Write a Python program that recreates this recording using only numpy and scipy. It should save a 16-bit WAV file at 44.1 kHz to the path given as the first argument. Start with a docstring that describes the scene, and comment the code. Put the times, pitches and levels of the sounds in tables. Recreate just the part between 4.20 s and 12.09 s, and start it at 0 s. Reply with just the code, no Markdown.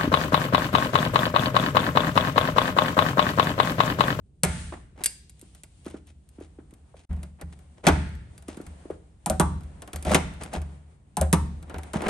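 """First comes a sharp snap with a clang and a boom: a lazy-tongs rivet gun, a tool with folding
steel arms, is being pumped against the side panel of a vehicle in a workshop. Its links tick and
scrape, its jaws bite the rivet stem, and each stroke ends in a snap that makes the sheet metal
clang and the hollow body boom. Dull knocks fall between the strokes. Behind it all are the soft
rustle of a hand, the low noise of the workshop and a short echo."""
import sys
import numpy as np
from scipy import signal
from scipy.fft import rfft, irfft, next_fast_len
from scipy.io import wavfile
from scipy.ndimage import uniform_filter1d

SR = 44100
rng = np.random.default_rng(int(sys.argv[2]) if len(sys.argv) > 2 else 0)


def persist_wave(psi):
    """Save psi, clipped to +-1, as 16-bit WAV."""
    counts = np.round(np.clip(psi, -1, 1) * 32767).astype(np.int16)
    wavfile.write(sys.argv[1], SR, np.atleast_2d(counts).T)


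N = 347949


def from_db(db):
    """Turn decibels into a number to multiply a sound by."""
    return 10 ** (np.asarray(db) / 20)


def rms_one(x):
    """Scale a sound so that its average strength (rms) is 1."""
    return x / np.sqrt(np.mean(x ** 2) + 1e-20)


def seconds(length):
    """The time of each sample in a sound of this length."""
    return np.arange(int(length * SR)) / SR


def at_hz(points, hz):
    """Read between the rows of a table, with octaves evenly spaced."""
    knots, values = np.transpose(points)
    return np.interp(np.log(hz + 1), np.log(knots), values)


def add(out, s, sound):
    """Mix a sound in, starting at s seconds."""
    start = int(np.clip(round(s * SR), 0, N - 1))
    out[:, start:start + sound.shape[-1]] += sound[..., :N - start]


def fade(t, t60, rise):
    """Grow quickly, then die away; t60 is the number of seconds it takes to fall by 60 dB."""
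    return (1 - np.exp(-t / rise)) * np.exp(-np.log(1000) * t / t60)


def swell(t, peak_s, width_s):
    """A smooth rise and fall around one moment."""
    return np.exp(-((t - peak_s) / width_s) ** 2)


# How alike left and right are, for close and for spread-out sound: f/Hz, likeness/0-1
NEAR = [(100, 0.98), (400, 0.9), (1000, 0.4), (2500, 0.3), (5000, 0.91), (9000, 1)]
FAR = [(80, 0.98), (200, 0.94), (500, 0.32), (1000, 0.029), (9000, .1)]
def noise(colour, likeness, size):
    """Stereo noise of strength 1; its colour says how strong the low and high parts are."""
    n = next_fast_len(size)
    hz = np.fft.rfftfreq(n, 1 / SR)
    mid, side = np.exp(2j * np.pi * rng.random((2, len(hz))))
    alike = np.clip(at_hz(likeness, hz), 0, 1)
    both = np.sqrt(1 + alike) * mid + np.sqrt(1 - alike) * side * [[1], [-1]]
    return rms_one(irfft(both * from_db(at_hz(colour, hz)), n)[:, :size])


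def ringing(colour, t60, rise, length=.25):
    """A ring with so many tones that they blur into fading noise."""
    t = seconds(length)
    return noise(colour, NEAR, len(t)) * fade(t, t60, rise)


def tones(table, rise, scatter_db):
    """The separate tones of a struck object, a little different in strength at every hit."""
    t = seconds(.9)
    sound = np.zeros(len(t))
    for k, (hz, db, t60) in enumerate(table):
        strength = (-1) ** k * from_db(db + scatter_db * rng.normal())
        sound += strength * np.sin(2 * np.pi * hz * t) * fade(t, t60, rise)
    return sound


def resonate(x, hz, width):
    """Keep the part of a sound that lies near one frequency."""
    r = np.exp(-np.pi * width / SR)
    feedback = [1, -2 * r * np.cos(2 * np.pi * hz / SR), r * r]
    return signal.lfilter(np.array([1, 0, -1]) * (1 - r * r) / 2, feedback, x)


# Colour of the low rumble: f/Hz, level/dB
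RUMBLE_COLOUR = [(20, -34), (40, -11.5), (62, -1), (80, -3), (110, -10), (165, -11), (240, -21),
                 (400, -27.5), (800, -43.5), (3000, -65), (12000, -94.5)]
def rumble(workshop_db=-54.5):
    """The steady low noise of the workshop, and the hollow body rumbling on after each snap."""
    t = seconds(2)
    level = np.full((1, N), from_db(workshop_db))
    for s, _, _, _, _, boom_db, *_ in SNAPS:
        add(level, s, from_db(boom_db - 6.5) * fade(t, t60=1.0, rise=.06))
    return level * noise(RUMBLE_COLOUR, FAR, N)


# Colour of the workshop's echo: f/Hz, level/dB
ECHO_COLOUR = [(60, -3), (200, 3.5), (600, 3.5), (1500, 0), (4000, -5), (9500, -2.5), (10500, -10.5),
               (12000, -14.5), (13000, -41)]
# How long the echo lasts: f/Hz, t60/s
ECHO_FADES = [(100, .6), (500, 0.28), (1500, 0.47), (4000, 0.62), (9000, 0.33), (12000, 0.34)]
def workshop_echo(x):
    """The room throws the sound back; lows, middles and highs each fade at their own speed."""
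    t = seconds(1)
    spectrum = rfft(noise(ECHO_COLOUR, FAR, len(t)))
    hz = np.fft.rfftfreq(len(t), 1 / SR)
    centres, t60s = np.transpose(ECHO_FADES)
    echo = np.zeros((2, len(t)))
    for weights, t60 in zip(np.eye(len(centres)), t60s):
        band = irfft(spectrum * at_hz(np.c_[centres, weights], hz), len(t))
        echo += band * fade(t, t60, rise=.0022)
    echo /= np.sqrt(np.sum(echo ** 2) / 2)
    return signal.fftconvolve(x.mean(axis=0)[None], echo, axes=1)[:, :N]


# Slow moves of the hand and tool: loudest t/s, half-width/s, rub/dB, grit/dB
HAND_MOVES = [(1.4, 0.5, -75.5, -66.5), (3.0, 1.0, -65, -72), (4.5, 0.31, -54.5, -62),
              (6.0, 0.58, -51, -63), (7.8, 0.45, -48.5, -60)]
def handling(t):
    """How strong the rub and grit are as the hand moves; a trace is left when it rests."""
    rub = from_db(-81.5) + sum(from_db(db) * swell(t, s, width) for s, width, db, _ in HAND_MOVES)
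    grit = from_db(-78) + sum(from_db(db) * swell(t, s, width) for s, width, _, db in HAND_MOVES)
    return rub, grit


# Colours of dull rubbing and of bright, gritty hiss: f/Hz, level/dB
RUB_COLOUR = [(100, -10.5), (250, 1), (450, -3), (720, -1.5), (1200, -9.5), (2200, -13.5), (3500, -25.5),
              (8000, -52.5), (12000, -86)]
GRIT_COLOUR = [(1500, -11), (3000, -3), (5500, -9), (7000, -5.5), (8800, -0.5), (9700, 0), (10400, -24.5),
               (12000, -31), (13500, -62)]
def rustle(uneven_db=2.72):
    """Hand and sleeve move softly and unevenly on the tool."""
    t = np.arange(N) / SR
    rub, grit = handling(t)
    moments = np.arange(0, N / SR, .06)
    touch_db = uneven_db * np.interp(t, moments, rng.standard_normal(len(moments)))
    return from_db(touch_db - 3) * (rub * noise(RUB_COLOUR, FAR, N) + grit * noise(GRIT_COLOUR, FAR, N))


# Deep tones of the vehicle's hollow body: f/Hz, level/dB, t60/s
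BODY_TONES = [(51.95, -9.5, 0.34), (74.93, -1, 0.73), (83.6, -5, 0.26), (142.7, -11.5, 0.65),
              (169, -6.5, 0.51), (183.8, -13.5, 0.77), (226.6, -16.5, 0.56), (294, -15.5, 0.21)]
# Soft shoves on the body: t/s, level/dB
SHOVES = [(1.862, -49.5), (2.892, -25.5), (4.461, -37.5), (3.22, -32.5), (5.091, -23.5), (5.735, -34),
          (5.855, -24), (6.36, -27), (6.995, -21.5), (7.546, -35)]
def shoves(out, softer_db_per_octave=4):
    """Leaning on the tool rocks the body, mostly its low tones; a faint boom also goes with each knock."""
    main_hz = BODY_TONES[1][0]
    softened = [(hz, db - softer_db_per_octave * np.log2(hz / main_hz), t60)
                for hz, db, t60 in BODY_TONES]
    with_knocks = [(s, db - 18.5) for s, db, _ in KNOCKS]
    for s, boom_db in SHOVES + with_knocks:
        add(out, s, from_db(boom_db + 2.5) * tones(softened, rise=.011, scatter_db=2.56))


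# Colour of a clang, and of the knocks' noisy ring: f/Hz, level/dB
CLANG_COLOUR = [(120, -17), (250, 1), (370, 1.5), (520, -4), (700, 0.5), (1000, -6.5), (1450, -5),
                (2000, -16.5), (3500, -25), (7000, -51.5), (12000, -84.5)]
# Dull knocks, each sliding down through its pitch f: t/s, level/dB, f/Hz
KNOCKS = [(1.225, -45, 334), (1.663, -28.5, 293), (1.741, -30.5, 318), (2.184, -37.5, 293),
          (2.209, -36, 380), (2.386, -37.5, 303), (2.526, -45, 298), (2.741, -44, 573), (4.284, -30, 313.5),
          (4.372, -34, 261.6), (4.4, -33, 320), (4.653, -36.5, 354), (4.701, -25.5, 439.4),
          (7.756, -19, 195.4)]
def knocks(out):
    """Dull knocks, each falling quickly in pitch, with a brief noisy ring."""
    t = seconds(.05)
    for s, db, hz in KNOCKS:
        pitch = hz * (.694 + 1.775 * np.exp(-t / .0028))
        loudness = swell(t, peak_s=.0053, width_s=.004) * (1 - np.exp(-t / .00059))
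        add(out, s, from_db(db + 2.5) * loudness * np.sin(2 * np.pi * np.cumsum(pitch) / SR))
        add(out, s, from_db(db - 14.5) * ringing(CLANG_COLOUR, t60=.13, rise=.0012))


# Colour of the ringing steel links: f/Hz, level/dB
LINK_COLOUR = [(900, -25), (1500, -3.5), (2140, 2), (2350, 1.5), (2670, -2), (3000, -3), (3450, -2.5),
               (3900, -4.5), (4600, -8.5), (5600, -7), (6350, -6.5), (7000, -10), (10000, -25),
               (12000, -59)]
# Scrapes of the links: loudest t/s, build-up/s, run-out/s, rub/dB, steel compared with rub/dB
SCRAPES = [(.527, 0.0068, 0.063, -42, -24), (.826, .075, 0.018, -44, -17), (1.67, 0.029, .15, -54, -3.5),
           (1.89, .03, .04, -62, 0.5), (2.222, .02, .06, -59.5, 0), (2.77, .02, .11, -65.5, 1.5),
           (2.908, 0.016, .16, -49, -29), (3.216, .032, .035, -45.5, -29), (3.325, 0.0042, 0.025, -53, -5),
           (3.58, .015, .04, -55, -12), (3.662, 0.029, 0.014, -29, -18), (4.29, .015, .07, -46, -4.5),
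           (5.745, .014, 0.088, -46, -11), (5.93, .08, .02, -25, -11), (6.215, .011, 0.12, -40, -13),
           (6.345, 0.028, 0.054, -32.5, -14), (7.545, .08, .11, -42.5, -27),
           (7.742, 0.0098, .08, -32.5, -15.5), (7.885, .13, 0.049, -27.5, -23.5)]
def scrapes(out, slips_per_s=280, slip_s=.0026, smooth=.84):
    """The joints rub in many tiny slips, dull through the panel, bright and gritty from the steel."""
    for s, build_up, run_out, rub_db, steel_db in SCRAPES:
        t = seconds(build_up + run_out)
        n = len(t)
        kicks = (rng.random(n) < slips_per_s / SR) * rng.exponential(1, n)
        slips = signal.lfilter([1], [1, -np.exp(-1 / (slip_s * SR))], kicks + 1e-18)
        friction = rms_one(smooth + rms_one(slips))
        pressure = from_db(rub_db) * np.interp(t, [0, build_up, build_up + run_out], [0, 1, 0])
        steel = noise(LINK_COLOUR, NEAR, n) + from_db(-.5) * noise(GRIT_COLOUR, NEAR, n)
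        rub = noise(RUB_COLOUR, NEAR, n)
        add(out, s - build_up, pressure * friction * (rub + from_db(steel_db) * steel))


# Where the steel jaws ring most strongly: f/Hz, width/Hz, level/dB
JAW_BANDS = [(4370, 1500, -12), (6200, 1600, -14.5), (8100, 1400, -11), (8780, 1300, 2.5),
             (11600, 340, -12)]
def jaw_crack():
    """The first instant of steel hitting steel, scaled to a peak of 1."""
    impulse = signal.unit_impulse(len(seconds(.01)))
    click = signal.sosfilt(signal.butter(4, 12000, fs=SR, output="sos"), impulse)
    crack = sum(from_db(db + 1.5 * rng.normal()) * resonate(click, hz, width)
                for hz, width, db in JAW_BANDS)
    return crack / np.abs(crack).max()


def faint_ticks(chances_per_s=5, scatter_db=3):
    """Loose joints tick at random while the tool moves, louder as it moves more; rows as in TICKS."""
    when, chance = rng.random((int(chances_per_s * N / SR), 2)).T
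    s = when * N / SR
    moving = sum(swell(s, peak_s, width_s) for peak_s, width_s, _, _ in HAND_MOVES)
    rub_db, grit_db = 20 * np.log10(handling(s)) + scatter_db * rng.standard_normal((len(s), 2)).T
    return np.c_[s, grit_db + 17.5, rub_db + 2.5][chance < moving]


# Colour of the jaws' bright ring: f/Hz, level/dB
JAW_COLOUR = [(5000, -24), (7000, -9.5), (8000, -5.5), (8900, -1.5), (9800, -4), (11500, -2.5),
              (12500, -21), (13800, -40.5), (15600, -36), (17000, -49.5)]
# Clear ticks of the links: t/s, steel/dB, panel/dB
TICKS = [(0.522, -57, -31), (0.8377, -13.5, -53), (0.8436, -17, -56), (0.8596, -7, -43.5),
         (1.0958, -38.5, -69), (1.214, -38.5, -88), (1.349, -43.5, -55), (1.435, -34.5, -53),
         (1.6634, -42.5, -40.5), (2.09, -48.5, -75), (3.0313, -38, -43), (3.2124, -35, -39.5),
         (3.6845, -18, -10), (4.1789, -40, -52.5), (4.2832, -36.5, -40.5), (5.408, -51, -47),
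         (5.6209, -36, -36), (5.676, -40, -38.5), (5.7321, -28.5, -35), (5.76, -27, -41), (5.826, -31, -50),
         (5.85, -30.5, -28.5), (6.211, -56, -37), (6.2354, -28.5, -45.5), (6.4174, -40, -41.5),
         (7.4272, -44.5, -46), (7.497, -44, -32.5), (7.5419, -48, -30.5), (7.5835, -37, -38),
         (7.7342, -31, -26.5), (7.8194, -33.5, -27), (7.8834, -28, -20)]
def ticks(out, steel_share=.7):
    """Slack joints close with small clicks that pass through the links into the panel."""
    for s, steel_db, panel_db in [*TICKS, *faint_ticks()]:
        link_db = steel_share * steel_db + (1 - steel_share) * panel_db - 6.5
        add(out, s, from_db(steel_db + 6) * jaw_crack())
        add(out, s, from_db(steel_db - 6) * ringing(JAW_COLOUR, t60=.033, rise=.00012))
        add(out, s, from_db(link_db) * ringing(LINK_COLOUR, t60=.036, rise=.00036))
        add(out, s, from_db(panel_db) * ringing(CLANG_COLOUR, t60=.087, rise=.003))


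# Thin tones of the loose links: f/Hz, level/dB, t60/s
LINK_TONES = [(2153, -8.5, .14), (2750, -4, .12), (4350, -4, .1), (4700, 1, 0.11), (5070, -3.5, .15),
              (7639, -6.5, .15), (9060, -0.5, .12), (9210, -4.5, .15)]
def link_ring(out):
    """After a clear tick the steel bars go on ringing thinly."""
    for s, steel_db, _ in TICKS:
        add(out, s, from_db(steel_db - 30.5) * tones(LINK_TONES, rise=.00093, scatter_db=3))


# The jaws biting the rivet stem: t/s, jaw/dB, stem/dB, stem f/Hz
BITES = [(5.0608, -18, -23.5, 828), (5.099, -17, -20, 636), (5.867, -42, -24.5, 710),
         (5.9056, -45, -21, 628), (5.9156, -28, -20.5, 629), (6.336, -31.5, -29.5, 722.5),
         (6.9698, -19.5, -23, 840), (7.0132, -18.5, -21, 631)]
def bites(out):
    """The jaws slip and catch on the stem, which rings briefly against the sheet; the links jolt."""
    t = seconds(.25)
    thump = np.sin(2 * np.pi * 180 * t) * fade(t, t60=.048, rise=.0041)
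    for s, jaw_db, stem_db, stem_hz in BITES:
        add(out, s, from_db(jaw_db + 11) * jaw_crack())
        add(out, s, from_db(jaw_db - 7.5) * ringing(JAW_COLOUR, t60=.05, rise=.00028))
        add(out, s, from_db(-37.5) * ringing(LINK_COLOUR, t60=.074, rise=.00047))
        add(out, s, from_db(stem_db - 5.5) * ringing(CLANG_COLOUR, t60=.15, rise=.0065))
        stem = [(stem_hz * .86, -4, .11), (stem_hz, 0, .09), (stem_hz * 1.19, -5, .08)]
        add(out, s, from_db(stem_db + 3) * tones(stem, rise=.003, scatter_db=1.5))
        add(out, s + .008, from_db(stem_db + 7) * thump)


# Tones of the side panel, and of the folded tongs ringing as one block: f/Hz, level/dB, t60/s
PANEL_TONES = [(367.5, -7, 0.23), (440.5, -14.5, 0.32), (625, -5, 0.36), (880, -9, 0.56), (1410, -9, 0.6),
               (1560, -13.5, 0.19), (1684, -8, 0.17), (2010, -10, .33), (2165, -9.5, 0.49),
               (2385, -12.5, 0.29), (2420, -14.5, 0.26), (2630, -15, 0.24)]
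TONGS_TONES = [(846, -1, 0.18), (923, -7.5, 0.32), (956, 5, 0.15), (1080, -5, 0.085), (1153, -6.5, 0.25),
               (1185, -5.5, 0.23), (1310, -10.5, .25)]
# Colours of the tongs' loose rattle and of the sheet ringing on: f/Hz, level/dB
RATTLE_COLOUR = [(400, -26.5), (750, -9.5), (1000, 3), (1300, -5.5), (1550, -15.5), (1900, -27),
                 (6000, -58.5)]
AFTER_RING_COLOUR = [(150, -12), (330, -3.5), (600, 0), (1000, 0.5), (1700, 9.5), (2600, 1), (3900, -6),
                     (5500, -12.5), (7200, -13.5), (8400, -6.5), (9700, -11.5), (10300, -54),
                     (16000, -91.5)]
# Hard snaps: t/s, jaw/dB, link/dB, clang/dB, thump/dB, boom/dB, tongs/dB, after-ring/dB, hiss/dB
SNAPS = [(0.2344, -16, -26.5, -23.5, -22.5, -24, -62, -35.5, -39.5),
         (3.668, -22, -15.5, -15, -17.5, -18.5, -32, -33, -60),
         (5.1981, -20, -29, -20.5, -18, -23.5, -25, -59, -65),
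         (5.946, -19, -17, -17, -20, -26, -35, -40.5, -62.5),
         (7.1286, -19, -25, -22, -15.5, -24, -30.5, -56, -73)]
def snaps(out, rebound_s=.016):
    """The stroke lets go: steel cracks, the sheet clangs, the body booms and the tongs ring."""
    t, tail = seconds(.25), seconds(1)
    thump = np.sin(2 * np.pi * 168 * t) * fade(t, t60=.064, rise=.0032)
    for s, jaw_db, link_db, clang_db, thump_db, boom_db, tongs_db, ring_db, hiss_db in SNAPS:
        add(out, s, from_db(jaw_db + 18) * jaw_crack())
        add(out, s + rebound_s, from_db(jaw_db + 2) * jaw_crack())  # the jaws hit again, more softly
        add(out, s, from_db(jaw_db + .5) * ringing(JAW_COLOUR, t60=.054, rise=.0004))
        add(out, s, from_db(link_db + 2.5) * ringing(LINK_COLOUR, t60=.072, rise=.00027))
        add(out, s, from_db(clang_db + 6) * ringing(CLANG_COLOUR, t60=.1, rise=.0013))
        add(out, s, from_db(ring_db + 3.5) * tones(PANEL_TONES, rise=.003, scatter_db=1))
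        add(out, s, from_db(tongs_db + .5) * tones(TONGS_TONES, rise=.0035, scatter_db=1.5))
        add(out, s, from_db(tongs_db - 3) * ringing(RATTLE_COLOUR, t60=.29, rise=.003, length=.5))
        add(out, s + .0025, from_db(thump_db + 11.5) * thump)
        add(out, s + .012, from_db(boom_db + 3) * tones(BODY_TONES, rise=.027, scatter_db=1.5))
        after_ring = noise(AFTER_RING_COLOUR, FAR, len(tail)) * fade(tail, t60=.79, rise=.0037)
        add(out, s, from_db(ring_db - 1) * after_ring)
        hiss = noise(GRIT_COLOUR, FAR, len(tail)) * swell(tail, peak_s=.076, width_s=.19)
        add(out, s, from_db(hiss_db - 4.5) * hiss)  # a bright hiss hangs briefly after the snap


# How much louder the tool is on the left: f/Hz, left minus right/dB
LEFT_BALANCE = [(70, 1), (170, -4), (330, -0.5), (650, 2.5), (1500, 0), (5000, 3.5), (9000, 0.5)]
def from_the_left(x, lead_samples=1.22):
    """The left microphone hears the tool slightly sooner and, at most pitches, louder."""
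    n = next_fast_len(N)
    hz = np.fft.rfftfreq(n, 1 / SR)
    lean = from_db(at_hz(LEFT_BALANCE, hz) / 2) * np.exp(1j * np.pi * hz / SR * lead_samples)
    return irfft(rfft(x, n) * np.array([lean, 1 / lean]), n)[:, :N]


def scene():
    """Tool, panel and knocks close by, the workshop around them."""
    close = np.zeros((2, N))
    for source in (snaps, bites, knocks, shoves, scrapes, ticks, link_ring):
        source(close)
    return from_the_left(close + rustle()) + from_db(-16) * workshop_echo(close) + rumble()


def record(dry):
    """The microphone dulls a thin band of treble; the level dips once; peaks and top highs are tamed."""
    t = np.arange(N) / SR
    dip_start_s, dip_end_s = 2.853, 2.893
    outside_dip = uniform_filter1d(1. * ((t < dip_start_s) | (t > dip_end_s)), size=200)
    notched = dry - .85 * resonate(dry, hz=10200, width=350)
    dipped = notched * np.maximum(outside_dip, from_db(-33))
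    rounded = .99 * np.tanh(dipped / .96)
    return signal.sosfiltfilt(signal.butter(14, 16600, "lowpass", fs=SR, output="sos"), rounded)


dry = scene()
out = record(dry)
persist_wave(out)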